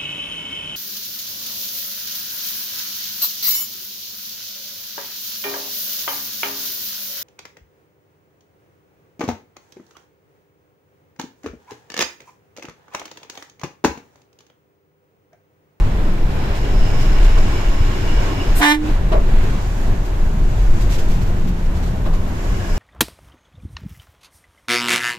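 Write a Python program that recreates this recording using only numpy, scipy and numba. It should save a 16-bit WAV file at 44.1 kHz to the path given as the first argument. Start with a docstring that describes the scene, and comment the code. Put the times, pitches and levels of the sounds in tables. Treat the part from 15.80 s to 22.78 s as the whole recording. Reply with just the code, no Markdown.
"""A deep boom and a steady roar fill the cab of a bus on an open highway, heard through a phone.
The road shakes the cabin air like a drum, engine and tyres roar through the floor, and bumps rattle
the fittings and knock a loose panel. An air horn hisses, flutters and blares once as air drives its
diaphragm (a thin metal disc), making the phone turn its volume down. A hollow knock follows."""
import sys
import numpy as np
from scipy import signal
from scipy.fft import rfft, irfft, next_fast_len
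from scipy.io import wavfile
from scipy.ndimage import uniform_filter1d
from numba import njit

SR = 44100
rng = np.random.default_rng(int(sys.argv[2]) if len(sys.argv) > 2 else 0)


def dump(signal):
    """Clip the signal to [-1, 1] and save it as 16-bit WAV at the path in sys.argv[1]."""
    limited = np.clip(np.atleast_2d(signal).T, -1, 1)
    pcm = np.round(limited * 32767).astype(np.int16)
    wavfile.write(sys.argv[1], SR, pcm)


N = 307813
TIME = np.arange(N) / SR
SIZE = next_fast_len(N)
FREQ = np.arange(SIZE // 2 + 1) * SR / SIZE + 1e-3
SIDES = np.array([[1], [-1]])  # left, right
VALVE_OPENS_S, VALVE_SHUTS_S = 2.74, 2.922  # the horn's air supply


def horn():
    """Air escapes; the diaphragm flutters at a second pitch, then locks to the note of the horn's tube."""
    # how each part comes and goes: name -> delay/s, rise/s, level/dB, sag/(dB/s), fall/(dB/s)
    shapes = { "fundamental": (.06, .04, 0, 25, 330), "afterring": (.16, .03, -11, 0, 115),
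              "overtones": (.064, .055, 6.5, 10, 800), "overtones return": (.195, .015, 10, 0, 750),
              "flutter": (.05, .05, -4, 260, 600), "side tone": (.058, .045, -5, 130, 600),
              "rasp": (.066, .03, 5.5, 270, 400), "closing rasp": (.17, .02, -11, 0, 420),
              "first leak": (.003, .03, -27, 20, 600), "air": (.07, .035, -21, 40, 450)}
    note_hz, relaxed_hz, flutter_hz = 295.3, 305, 718
    on = np.flatnonzero((TIME > VALVE_OPENS_S) & (TIME < VALVE_SHUTS_S + .23))
    part = {name: horn_envelope(*row)[on] for name, row in shapes.items()}
    # as the valve shuts, the lowest tone slides up and the overtones jump for an instant
    since_shut = TIME - VALVE_SHUTS_S
    low_hz = relaxed_hz + (note_hz - relaxed_hz) * np.exp(-np.clip(since_shut + .01, 0, None) / .015)
    jump_hz = 5 * np.exp(-(since_shut / .009) ** 2)
    blown_hz = note_hz + jump_hz + .5 * waver(150)  # swirling air makes the cycles uneven
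    phase, low_phase = 2 * np.pi * np.cumsum([blown_hz[on], low_hz[on]], axis=1) / SR
    low_tone = np.sqrt(2) * np.sin(low_phase) * undb(-3 * SIDES)
    blare, smear = horn_overtones(phase, note_hz, TIME[on])
    # the flutter mixes with the note, adding tones above and below itself
    flutter_phase = 2 * np.pi * np.cumsum(flutter_hz + 8 * waver(80)[on]) / SR
    flutter = np.cos(flutter_phase) + .24 * np.cos(flutter_phase - phase)
    rasp = 1.2 * smear + .49 * blare * np.cos(flutter_phase)
    # hiss of escaping air: f/Hz, level/dB
    air = [(1000, -5), (3000, -8), (6500, -13), (8300, -4.5), (10000, -8), (12500, -4.5), (14400, -8)]
    out = np.zeros((2, N))
    out[:, on] = ((part["fundamental"] + part["afterring"]) * low_tone
                  + (part["overtones"] + part["overtones return"]) * blare
                  + part["flutter"] * flutter
                  + part["side tone"] * np.cos(flutter_phase + phase)
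                  + (part["rasp"] + part["closing rasp"]) * rasp
                  + (part["first leak"] + part["air"]) * unit(irfft(mic_noise() * colour(air), SIZE)[:, on]))
    return out


def horn_overtones(phase, note_hz, times):
    """Tones at multiples of the note, in two forms: a clear blare, and a smear from uneven cycles."""
    # lower overtones: multiple, level/dB, left minus right/dB, left's head start/rad
    lower = [(2, -6, 4, 2.6), (3, -.5, -3, .15), (4, -5, -9, 1.6), (5, -3, 6, 2.2), (6, 1, -5.5, -1),
             (7, 1, -8, 2.4), (8, -5.5, 0, -.3), (9, -7, -1, -3), (10, -6, -4.5, 2.2), (11, -7, -1, -2.1),
             (12, -11.5, 0, .2), (13, -6.5, 3, -1.6), (14, -14.5, 1, .1), (15, -21, 0, 2), (16, -22, 0, .1),
             (17, -16.5, -1, 1.5), (18, -17.5, 6, 5.5), (19, -16, 5, 2), (20, -20, 0, 8)]
    # strength of the higher overtones: f/Hz, level/dB
    top = [(6000, -18.5), (8000, -19), (9500, -28.5), (11500, -28), (14000, -30)]
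    upper = [(k, read_at(top, k * note_hz) + 2 * level, 3 * balance, 3 * lead)
             for k, (level, balance, lead) in zip(range(21, 49), rng.standard_normal((28, 3)))]

    def wobble(count):
        """Random values joined by straight lines across the blast."""
        return np.interp(times, np.linspace(times[0], times[-1], count), rng.standard_normal(count))

    blare = smear = 0
    for k, db, balance_db, lead in lower + upper:
        gain = undb(db + SIDES * balance_db / 2)
        angle = k * phase + lead * SIDES / 2 + rng.uniform(0, 2 * np.pi)
        blare += gain * undb(2 * wobble(20)) * np.sin(angle)
        smear += gain * (wobble(160) * np.sin(angle) + wobble(160) * np.cos(angle))
    return unit(blare), unit(smear)


def horn_envelope(delay_s, rise_s, db, sag_db_per_s, fall_db_per_s):
    """Loudness of one part of the horn: it rises, sags while blown and falls once the valve shuts."""
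    start = VALVE_OPENS_S + delay_s
    rise = np.sin(np.pi / 2 * np.clip((TIME - start) / rise_s, 0, 1)) ** 2
    held_s = np.clip(np.minimum(TIME, VALVE_SHUTS_S) - start - rise_s, 0, None)
    shut_s = np.clip(TIME - VALVE_SHUTS_S, 0, None)
    return rise * undb(db - sag_db_per_s * held_s - fall_db_per_s * shut_s)


def cab_echo(sound, echo_db=-18, fade_s=.08):
    """The small cab rings briefly after a sound, fading by 60 dB in fade_s."""
    tail = rng.standard_normal(SR // 2) + .38 * rng.standard_normal((2, SR // 2))
    tail *= undb(-60 * TIME[:SR // 2] / fade_s)
    tail /= np.sqrt(np.sum(tail[0] ** 2))
    return sound + undb(echo_db) * signal.fftconvolve(sound, tail, axes=1)[:, :N]


def panel_knocks():
    """A loose panel cracks, then shudders dully for a moment; every knock also rings its hollow, each at its
    own level."""
    # knocks: t/s, shudder level/dB, length/s, rise/s, hollow ring level/dB
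    knocks = [(1.238, -29, 0.035, .006, -32), (1.566, -24, 0.049, 0.0055, -31),
              (2.475, -37, .027, .006, -30), (3.317, -19.5, 0.069, .0015, -18),
              (6.252, -24.5, 0.038, 0.0074, -39), (6.324, -28.5, .04, .01, -44)]
    # pitches at which the panel rings: f/Hz, width/Hz, level/dB
    modes = [(381, 79, -1.5), (646, 204, -4.5), (865, 310, -8), (1100, 130, -5), (1430, 350, -15.5),
             (2180, 1240, -25)]
    ring = sum(undb(db) * (-1) ** k * resonance(hz, width) for k, (hz, width, db) in enumerate(modes))
    starts, db, lengths, rise, hollow_db = np.transpose(knocks)
    crack = noise(resonance(2800, width_hz=2400) ** 2) * bursts(starts, db - 14, .031, rise)
    hollow = noise(resonance(618, width_hz=74) ** 2) * bursts(starts, hollow_db, lengths, rise)
    shudder = noise(ring) * bursts(starts, db, lengths, rise)
    return shudder + hollow + crack


def cabin_boom():
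    """The cabin air booms like a drum under the road's pushes."""
    # strength of the boom: t/s, level/dB
    pushes = [(0, -3), (.1, -19.5), (.2, -11), (.32, -13), (.38, -14.5), (.46, -7.5), (.62, -20.5),
              (.9, -13), (1.15, -13.5), (1.55, -8), (1.75, -14), (2.04, -9.5), (2.18, -17), (2.37, -8.5),
              (2.62, -21), (2.76, -9.5), (3.15, -16), (3.4, -11), (3.58, -8.5), (3.85, -19.5), (4.12, -12),
              (4.27, -24), (4.4, -13), (4.52, -16), (4.65, -7.5), (4.79, -14), (4.91, -3), (4.99, -13.5),
              (5.1, -9.5), (5.28, -13.5), (5.45, -13), (5.56, -20), (5.65, -9.5), (5.79, -20.5),
              (5.87, -12), (5.95, -18.5), (6.07, -8.5), (6.19, -22), (6.31, -11.5), (6.45, -17),
              (6.63, -20), (6.72, -14.5), (6.84, -26), (6.95, -12), (6.98, -16)]
    # its deep tone: f/Hz, level/dB
    spectrum = [(5, -9), (10, -9.5), (18, -3), (26, -3.5), (34, -5), (44, -6.5), (52, -10), (60, -32)]
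    boom = signal.hilbert(irfft(mic_noise() * colour(spectrum), SIZE))[:, :N]
    # one resonance swings more evenly than noise does, so partly flatten the loudness
    boom = unit(boom.real / np.abs(boom.mean(axis=0)) ** .6)
    gain = undb(curves(pushes)[0] + 2.2 * waver(22))
    return signal.sosfiltfilt(signal.butter(4, 52.8, fs=SR, output="sos"), gain * boom)


def road_noise():
    """Rumble and engine roar through the floor, tyre rush and air at the windows; gusts move them all."""
    # slow swells: t/s, bass/dB, middle/dB, treble/dB
    swells = [(0, -1.5, 0, -1), (0.479, 2, 0, -1), (.65, 1, 4, 2.5), (1.15, 2, 4, 5), (1.36, 0, 4.5, 4.5),
              (1.46, 0, 9.5, 5), (1.54, 0, 7, 8), (1.62, 1, 5.5, 5.5), (1.9, -1, 5, 5.5),
              (2.3, 0.5, 5, 5.5), (2.44, -3, 6.5, 7), (2.55, -2, 3, 3.5), (2.73, 0.5, 5.5, 7.5),
              (3.1, -1.5, 4, 4), (3.2, -0.5, -1, -2), (3.43, 0, -1.5, -0.5), (3.55, 3, 3, 1),
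              (3.85, -2, -0.5, 4.5), (4.15, -1, -2, 1), (4.5, -0.5, -3, 0), (5, 3, 0.5, 5.5),
              (5.5, -1, -2.5, 0.5), (6.1, -1.5, -4, -2), (6.36, -2, -6, -1.5), (6.52, -3.5, -1.5, 1.5),
              (6.62, 0, 0.5, 4.5), (6.8, 1, 0, 6), (6.98, -1, 0, 7)]
    # the tone of each of five layers: f/Hz, level/dB
    rumble = [(33, -55), (56, -11), (70, -3.5), (110, -6), (156, -12.5), (187, -12.5), (260, -18.5),
              (340, -28), (570, -120)]
    roar = [(150, -17), (260, -6.5), (317, -0.5), (354, 1.5), (522, -5.5), (578, -4), (1070, -7.5),
            (1190, -12), (1500, -13.5), (1950, -23), (3300, -120)]
    rush = [(880, -22), (1500, -3), (2540, -6.5), (2850, -8), (3160, -10), (4200, -13.5), (5460, -25.5),
            (9240, -120)]
    hiss = [(2470, -37), (4200, -33), (4480, -3), (5280, -3), (5810, -1.5), (7200, -1), (8800, -12.5),
            (11400, -50), (19400, -120)]
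    leaks = [(5180, -32), (8800, -3), (9800, -6), (12600, -1), (13600, -6), (14200, -3)]
    # those layers in order: level/dB, swell it follows, share of that swell, flicker/dB
    layers = [(-23, "bass", 0.83, 2), (-31, "middle", 0.51, 0.74), (-39, "middle", 0.91, 0.32),
              (-50, "treble", 0.97, 0.5), (-54.5, "treble", 0.57, -0.5)]
    swell_db = dict(zip(("bass", "middle", "treble"), curves(swells)))
    gust = undb(.6 * waver(12))
    out = 0
    for (db, band, share, flicker_db), spectrum in zip(layers, (rumble, roar, rush, hiss, leaks)):
        out += undb(db + share * swell_db[band]) * flickering_noise(spectrum, flicker_db)
    return gust * out


def engine():
    """The engine whines and whistles as it pulls, drones as it coasts and growls as it pulls again."""
    # chattering whines: f/Hz, width/Hz, level/dB, chatter/dB
    whine_bands = [(283.4, 11.6, -40.5, 1.5), (350.5, 10, -47.5, 4.5), (1080, 47, -45.5, 4),
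                   (2286, 76, -48, 3.5), (2862, 210, -44.5, 3.5), (6780, 520, -53.5, 2.5),
                   (12300, 900, -64, 2)]
    # how hard the engine pulls, added to the whines' level: t/s, level/dB
    load = [(0, -23), (.45, -27), (.75, -4), (1.15, 0), (1.45, 1.5), (1.9, -0.5), (2.7, 0.5), (3.3, -28),
            (6.4, -21), (6.7, -8), (6.98, -3)]
    # air intake growl as the throttle opens: t/s, level/dB
    growl_levels = [(6.45, -65), (6.65, -50), (6.85, -42), (6.98, -46)]
    # airy whistle that comes with the load: t/s, level/dB
    whistle_levels = [(0, -59), (.5, -55), (.85, -48), (1.22, -41.5), (1.45, -44), (1.8, -46), (2.7, -46),
                      (3.0, -71), (6.5, -65), (6.98, -45)]
    # drone of the drive line off throttle: t/s, f/Hz, relative level/dB
    coasting = [(4.8, 184, -60), (5.2, 182.9, -41), (5.7, 181, -29.5), (6.1, 179.7, -32.5),
                (6.45, 178.7, -29.5), (6.7, 180, -48)]
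    source = mic_noise()

    def band(hz, width_hz, db, chatter_db, rate):
        """Noise around one pitch, its loudness trembling at random."""
        gain = undb(db + chatter_db * waver(rate))
        return gain * unit(irfft(source * resonance(hz, width_hz) ** 2, SIZE)[:, :N])

    whines = sum(band(*row, rate=65) for row in whine_bands) * undb(curves(load)[0])
    growl = band(hz=1660, width_hz=150, db=curves(growl_levels)[0], chatter_db=2.7, rate=20)
    whistle = band(hz=5210, width_hz=550, db=curves(whistle_levels)[0], chatter_db=1.6, rate=30)
    drone_hz, drone_db = curves(coasting)
    drone_gain = undb(drone_db - 1 + 3 * waver(22))
    drone_phase = 2 * np.pi * np.cumsum(drone_hz + 6 * waver(30)) / SR
    return whines + whistle + growl + drone_gain * np.sqrt(2) * np.sin(drone_phase)


def fittings(small_bumps_per_s=10):
    """Big bumps set off a grainy rattle and a very high squeak; small random ones add faint rattles."""
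    # big bumps: t/s, rattle level/dB, length/s, squeak level/dB
    bumps = [(0.747, -38, .045, -56), (1.193, -36, .055, -75), (1.422, -35.5, 0.07, -75),
             (1.57, -37, 0.054, -75), (3.615, -43, .035, -51), (3.855, -58, .04, -54),
             (4.246, -44, .036, -51), (5.005, -38, 0.039, -50), (5.094, -33, 0.034, -50),
             (5.119, -33, 0.056, -53), (5.18, -36, 0.038, -55), (5.28, -39.5, 0.097, -51),
             (5.407, -42, .035, -55), (5.46, -44, .035, -50), (5.67, -38, 0.028, -48),
             (5.848, -43, 0.032, -70), (5.947, -41, .05, -64), (6.02, -43, 0.044, -60),
             (6.06, -43, .045, -58), (6.255, -53, 0.032, -56), (6.33, -43, 0.044, -64),
             (6.47, -46, .03, -53)]
    # tone of the rattle: f/Hz, level/dB
    spectrum = [(500, -20), (1000, -14), (2000, 2), (4000, -1), (7500, -3.5), (9500, -13.5), (12500, -11),
                (14400, -15)]
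    starts, rattle_db, lengths, squeak_db = np.transpose(bumps)
    when, strength = rng.random((int(N / SR * small_bumps_per_s), 2)).T
    shakes = bursts(starts, rattle_db, lengths, rise_s=.008)
    shakes += bursts(when * N / SR, -57 + 7 * strength, length_s=.025, rise_s=.0027)
    rattle = noise(colour(spectrum)) * undb(.8 * waver(120))
    squeak = noise(resonance(13100, width_hz=60))
    return rattle * shakes + squeak * bursts(starts, squeak_db, .99 * lengths, rise_s=.0074)


def mic_noise(left_lag_s=.000288):
    """Noise spectra at the two microphones: alike in the bass, unrelated in the treble, the left late."""
    # how alike the sides are: f/Hz, likeness (1 = the same)
    likeness = [(60, 1), (130, 0.93), (280, 0.91), (620, 0.68), (1340, -0.09), (2910, 0), (6320, 0.04),
                (13700, 0)]
    # which side is louder: f/Hz, left minus right/dB
    balance = [(25, 0.5), (60, 0.5), (120, 3.5), (220, -2), (400, 0.5), (700, 1), (1200, -1), (2300, 0),
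               (4100, -4.5), (7500, 2.5), (13700, -3.5)]
    common, apart = rfft(rng.standard_normal((2, SIZE)))
    alike = np.clip(read_at(likeness, FREQ), 0, 1)
    pair = np.sqrt(1 + alike) * common + np.sqrt(1 - alike) * apart * SIDES
    delay = np.exp(-1j * np.pi * FREQ * left_lag_s * SIDES)
    return pair * undb(SIDES * read_at(balance, FREQ) / 2) * delay


def noise(tone):
    """Steady stereo noise shaped by a gain for each frequency."""
    return unit(irfft(mic_noise() * tone, SIZE)[:, :N])


def flickering_noise(spectrum, flicker_db):
    """Noise split into octave-wide bands, each flickering on its own."""
    source, out = mic_noise() * colour(spectrum), 0
    low_hz, high_hz = spectrum[0][0], spectrum[-1][0]
    octave = np.log2(FREQ / low_hz)
    for k in range(int(np.log2(high_hz / low_hz)) + 2):
        band = np.cos(np.pi / 2 * np.clip(octave - k, -1, 1)) ** 2
        out += irfft(source * band, SIZE)[:, :N] * undb(flicker_db * waver(13))
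    return unit(out)


def bursts(starts, levels_db, length_s, rise_s):
    """Loudness curve of events that rise fast and die away."""
    out = np.zeros(N)
    for start, db, length, rise in np.broadcast(starts, levels_db, length_s, rise_s):
        span = slice(int(start * SR), int((start + 4 * length) * SR))
        age = np.clip(TIME[span] - start, 0, None)
        out[span] += undb(db) * (1 - np.exp(-age / rise)) * np.exp(-(age / length) ** 2)
    return out


def waver(rate):
    """A smooth random curve of size about 1 that takes `rate` new values a second."""
    hold = int(SR / rate)
    steps = np.repeat(rng.standard_normal(N // hold + 1), hold)
    return unit(uniform_filter1d(uniform_filter1d(steps, hold), hold)[:N])


def resonance(hz, width_hz):
    """Gain at each frequency for something that rings at one pitch."""
    return 1 / (1 + 1j * (FREQ - hz ** 2 / FREQ) / width_hz)


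def colour(table):
    """Gain at each frequency from a table of levels, silent beyond its ends."""
    return undb(read_at(table, FREQ)) * (FREQ > table[0][0]) * (FREQ < table[-1][0])


def read_at(table, hz):
    """A table's value at any frequency, with octaves evenly spaced."""
    freqs, values = np.transpose(table)
    return np.interp(np.log(hz), np.log(freqs), values)


def curves(table):
    """A table's columns, joined by straight lines in time."""
    times, *columns = np.transpose(table)
    return [np.interp(TIME, times, column) for column in columns]


def undb(db):
    """Decibels to gain."""
    return 10 ** (np.asarray(db) / 20)


def unit(x):
    """Scale to an average (rms) level of 1."""
    return x / np.sqrt(np.mean(x ** 2))


@njit
def follow(x, attack_s, release_s):
    """Track a level, rising over attack_s and falling over release_s."""
    out, level = np.empty(len(x)), 0.
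    for i in range(len(x)):
        level += (x[i] - level) / (SR * (attack_s if x[i] > level else release_s))
        out[i] = level
    return out


def scene():
    """Everything that reaches the phone's two microphones."""
    return cabin_boom() + road_noise() + engine() + fittings() + panel_knocks() + cab_echo(horn())


def record(dry, limit_db=-9.5, ahead_s=.0087, top_hz=14250):
    """The phone turns everything down under the loud horn, rounds the peaks and cuts the top treble."""
    above_bass = signal.sosfilt(signal.butter(4, 220, "high", fs=SR, output="sos"), dry)
    power = uniform_filter1d(np.mean(above_bass ** 2, axis=0), size=160)
    level = follow(np.sqrt(power + 1e-12), attack_s=.0041, release_s=.052)
    coming_level = np.interp(TIME + ahead_s, TIME, level)
    gain = np.minimum(1, undb(limit_db) / (coming_level + 1e-9))
    rounded = np.tanh(.8 * gain * dry) / .8
    return signal.sosfilt(signal.ellip(14, .2, 90, top_hz, fs=SR, output="sos"), rounded)


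dry = scene()
out = record(dry)
dump(out)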